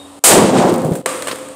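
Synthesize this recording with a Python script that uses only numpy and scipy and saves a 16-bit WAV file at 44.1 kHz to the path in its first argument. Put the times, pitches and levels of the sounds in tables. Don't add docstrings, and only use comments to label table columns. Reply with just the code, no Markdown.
import sys
import numpy as np
from scipy import signal
from scipy.fft import rfft, irfft
from scipy.io import wavfile
from scipy.ndimage import uniform_filter1d

SR = 44100
rng = np.random.default_rng(int(sys.argv[2]) if len(sys.argv) > 2 else 0)


def file_out(sig):
    cols = np.atleast_2d(sig).T
    lim = np.clip(cols, -1, 1)
    pcm = np.round(lim * 32767).astype(np.int16)
    wavfile.write(sys.argv[1], SR, pcm)


N = 68355
BANG_S = 0.2392

# frequency in Hz, relative level in dB.
CRACK_COLOUR = [(30, -9), (110, -45), (220, 2.5), (450, 8), (900, 3), (1600, -4), (3000, -5.5),
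                (5800, -4.5), (8600, 6.5), (11000, -3.5), (15500, -12)]

def crack(t, hold_s=0.039, build_s=0.11, shock_hz=860):
    age = t - BANG_S
    burst = noise(CRACK_COLOUR)
    air = highs(burst, 10080)
    body = burst - highs(burst, 1100)
    body_gain = gain(-11.5 * np.clip(1 - age / build_s, 0, 1))
    lower = burst - air + body * (body_gain - 1)
    tail = lower * fade(age - hold_s, 0.45) + air * fade(age - hold_s, 0.34)
    shock = cut_bass(ping(age - 0.00142, shock_hz, 0.0069), shock_hz / 2, order=2)
    return gain(5) * shock + gain(-1) * (age >= 0) * tail

# peak time, rise time and fade time in seconds,
# then rumble, roar and treble levels in dB.
BOOMS = [(.315, 0.031, 0.7, -31.5, -6.5, -11.5), (0.387, 0.035, 0.61, -2.5, -10.5, -34),
         (0.597, 0.059, 0.73, -8.5, -14.5, -21), (.655, 0.033, 0.72, -11, -15, -46),
         (0.859, 0.06, 0.73, -16.5, -29.5, -64), (0.923, 0.0048, 0.077, -13, -50, -38),
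         (1.3, 0.095, 1.6, -35.5, -52, -49)]
# frequency in Hz, relative level in dB.
RUMBLE_COLOUR = [(25, -47), (60, -58), (90, -17.5), (130, -3), (200, 0), (350, 0), (600, -7.5), (1200, -37),
                 (3000, -48)]
ROAR_COLOUR = [(80, -35), (200, -27), (380, -4), (700, 3), (1100, -4.5), (1600, -16), (3000, -32),
               (6000, -61)]
TREBLE_COLOUR = [(600, 3.5), (1500, 5), (3200, 3.5), (5800, -2.5), (8600, 1.5), (11500, -18), (15500, -39)]

def boom_and_echoes(t, flutter_db=1.5):
    power = np.zeros((3, N))
    for peak, rise_s, fade_s, *levels_db in BOOMS:
        swell = np.exp(-(np.minimum(t - peak, 0) / rise_s) ** 2 / 2)
        power += (gain(levels_db)[:, None] * swell * fade(t - peak, fade_s)) ** 2
    colours = (RUMBLE_COLOUR, ROAR_COLOUR, TREBLE_COLOUR)
    bands = np.array([noise(colour) * gain(flutter_db * wander(89.08)) for colour in colours])
    return (t >= BANG_S) * (np.sqrt(power) * bands).sum(axis=0)

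# start in seconds, pitch in Hz, level in dB, fade time in seconds.
LOW_THUDS = [(.851, 153.6, -11.5, 0.19), (.916, 165, 0, 0.042)]

def thuds(t, rise_s=0.0021):
    return sum(gain(db) * np.clip((t - start) / rise_s, 0, 1) * ping(t - start, hz, fade_s)
               for start, hz, db, fade_s in LOW_THUDS)

# start in seconds, relative knock level in dB,
# knock pitch multiplier, clack level in dB, clack centre in Hz, tick level in dB, fade time in seconds.
LANDINGS = [(1.0593, 0.5, 1.064, -8, 1560, -6.5, 0.024), (1.09, -37, 1., -36, 2500, -21.5, 0.0228),
            (1.2226, -20, 1.08, -16.5, 2600, -20, 0.017), (1.272, -12, 0.93, -20, 2210, -20, 0.038),
            (1.2824, -13, 1, -20.5, 2130, -26, 0.13), (1.313, -14.5, .95, -21, 3000, -34, 0.07),
            (1.33, -13.5, 0.75, -49, 2000, -41, .03), (1.358, -31, 0.81, -33, 3000, -25.5, 0.025),
            (1.4614, -39, 1., -55, 2060, -38, 0.024), (1.4871, -63, 1.15, -57, 2000, -27, 0.01)]
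# base pitch in Hz, relative level in dB, fade time in seconds.
KNOCK_TONES = [(490, -3, .024), (630, 0, .024), (860, -9, .01), (1130, -2, .014), (1620, -6, .018),
               (2080, -11, .02)]
# multiple of its centre frequency, relative level in dB.
CLACK_COLOUR = [(.07, -38), (.2, -12), (.5, 1), (1, -2.5), (1.6, -4), (2.6, -14), (7, -24)]
# frequency in Hz, relative level in dB.
TICK_COLOUR = [(1500, -2.5), (5500, -16.5), (8300, 3.5), (11000, -10.5), (15500, -19)]
YARD_COLOUR = [(60, -36), (150, -24), (300, -2.5), (400, -5.5), (520, 0.5), (800, -9), (1200, -1),
               (1450, -8), (3200, -13), (5800, -20.5), (8600, -8), (11500, -24.5), (15500, -30)]

def landings(t, yard_db=-16.5, yard_fade_s=0.98, yard_build_s=0.0098):
    tick = noise(TICK_COLOUR)
    direct = yard_power = 0
    for start, knock_db, pitch, clack_db, clack_hz, tick_db, fade_s in LANDINGS:
        age = t - start
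        knock = sum(gain(db) * ping(age, hz * pitch, ring_s) for hz, db, ring_s in KNOCK_TONES)
        clack = noise([(ratio * clack_hz, db) for ratio, db in CLACK_COLOUR])
        direct += gain(knock_db) * knock / 2
        direct += strike(age, fade_s) * (gain(clack_db) * clack + gain(tick_db) * tick)
        direct += gain(tick_db - 1) * ping(age, 8440, 0.0033)
        build = 1 - np.exp(-np.maximum(age, 0) / yard_build_s)
        yard_power += (gain(clack_db) ** 2 + gain(tick_db) ** 2) * (build * fade(age, yard_fade_s)) ** 2
    yard = gain(yard_db) * np.sqrt(yard_power) * noise(YARD_COLOUR)
    return cut_bass(direct, 330, order=5) + yard

# pitch in Hz, level from the blast in dB,
# level from the landing in dB, fade time in seconds.
POT_TONES = [(343, -34, -36, 1), (492, -42, -27.5, 0.99), (570, -43, -40, 1.9), (1114, -42, -36, 0.56),
             (1175, -42, -27, 0.45)]

def pot_ring(t, main_hz=522, main_fade_s=4.4, build_s=0.45, waver_db=2.5):
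    age, since_landing = t - BANG_S, t - LANDINGS[0][0]
    emerge = np.clip(age / build_s, 0, 1) ** 2
    pair = ping(age, main_hz, main_fade_s) + gain(-10.5) * ping(age, main_hz - 11, main_fade_s)
    ring = gain(-17.5 + waver_db * wander(28.93)) * emerge * pair
    for hz, blast_db, landing_db, fade_s in POT_TONES:
        from_blast = gain(blast_db) * emerge * fade(age, fade_s)
        from_landing = gain(landing_db) * strike(since_landing, fade_s)
        level = np.hypot(from_blast, from_landing) * gain(waver_db * wander(34.9))
        ring += level * np.sin(2 * np.pi * hz * since_landing)
    return ring

# start in seconds, level in dB, fade time in seconds.
GRIT_TICKS = [(0.695, -25, 0.018), (0.7233, -21.5, 0.0074), (0.74, -13.5, 0.0092), (.76, -24, .012),
              (0.781, -20.5, 0.0091), (0.818, -27.5, 0.017), (.848, -25.5, 0.034), (0.866, -33, 0.025),
              (.92, -30, .012), (.9345, -30, 0.068), (0.954, -25, 0.1)]
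# frequency in Hz, relative level in dB.
GRIT_COLOUR = [(800, 4.5), (3000, -8.5), (5500, -13), (8600, 4), (11500, -8), (15500, -8.5)]

def grit(t, grains_per_s=480, scatter_db=7.5):
    ticks = sum(gain(db) * strike(t - start, fade_s) for start, db, fade_s in GRIT_TICKS)
    ticks *= noise(GRIT_COLOUR)
    falling = (t > 0.66) & (t < 1.4)
    grains = falling * (rng.random(N) < grains_per_s / SR) * gain(scatter_db * rng.standard_normal(N))
    sand = signal.fftconvolve(grains, fade(t, 0.0071))[:N] * noise(GRIT_COLOUR)
    return ticks + gain(-42) * sand

# frequency in Hz, relative level in dB.
TOWN_COLOUR = [(30, -25), (60, -10), (90, 1), (140, -13), (210, -5), (330, -2.5), (560, 1), (1200, -5),
               (1500, -13.5), (2200, -16.5), (3300, -13.5), (4400, -18.5), (6200, -23), (8500, -10.5),
               (11000, -22.5), (15500, -35)]

def outdoors(t, hum_hz=283, whistle_hz=3730):
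    hum_pitch = hum_hz * (1 + 0.0061 * wander(35.9))
    hum = np.sqrt(2) * np.sin(2 * np.pi * np.cumsum(hum_pitch) / SR)
    phase = 2 * np.pi * whistle_hz * t
    whistle = normalise(wander(106) * np.sin(phase) + wander(106) * np.cos(phase))
    return gain(-40) * noise(TOWN_COLOUR) + gain(-41.5) * hum + gain(-38.5) * fade(t, 0.4) * whistle

def gain(db):
    return 10 ** (np.asarray(db) / 20)

def normalise(x):
    return x / np.sqrt(np.mean(x ** 2) + 1e-18)

def noise(colour):
    hz, db = np.array(colour).T
    freqs = np.fft.rfftfreq(N, 1 / SR) + 1
    shape = gain(np.interp(np.log(freqs), np.log(hz), db))
    return normalise(irfft(rfft(rng.standard_normal(N)) * shape, N))

def wander(steps_per_s):
    width = int(SR / steps_per_s)
    steps = np.repeat(rng.standard_normal(N // width + 1), width)
    return 1.37 * uniform_filter1d(uniform_filter1d(steps, width), width)[:N]

def fade(age, fade_s):
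    return np.exp(-np.log(1000) * np.maximum(age, 0) / fade_s)

def strike(age, fade_s):
    return (age >= 0) * fade(age, fade_s)

def ping(age, hz, fade_s):
    return strike(age, fade_s) * np.sin(2 * np.pi * hz * age)

def highs(x, hz):
    return signal.sosfiltfilt(signal.butter(4, hz, "high", fs=SR, output="sos"), x)

def cut_bass(x, hz, order):
    return signal.sosfilt(signal.butter(order, hz, "high", fs=SR, output="sos"), x)

def scene():
    t = np.arange(N) / SR
    blast = crack(t) + boom_and_echoes(t) + thuds(t)
    return (blast + grit(t) + landings(t) + pot_ring(t) + outdoors(t))[None]

# start in seconds, end in seconds, level change in dB.
LEVEL_DIPS = [(0.193, 0.237, -17.5), (1.018, 1.06, -11.5)]

def record(dry, overload=0.74, top_hz=15550):
    t = np.arange(N) / SR
    squashed = dry / (1 + (dry / overload) ** 4) ** (1 / 4)
    thinned = cut_bass(squashed, 65, order=1)
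    dip_db = sum(db * ((t > start) & (t < end)) for start, end, db in LEVEL_DIPS)
    dipped = thinned * uniform_filter1d(gain(dip_db), size=40)
    return signal.sosfilt(signal.ellip(10, 0.2, 70, top_hz, fs=SR, output="sos"), dipped)

dry = scene()
out = record(dry)
file_out(out)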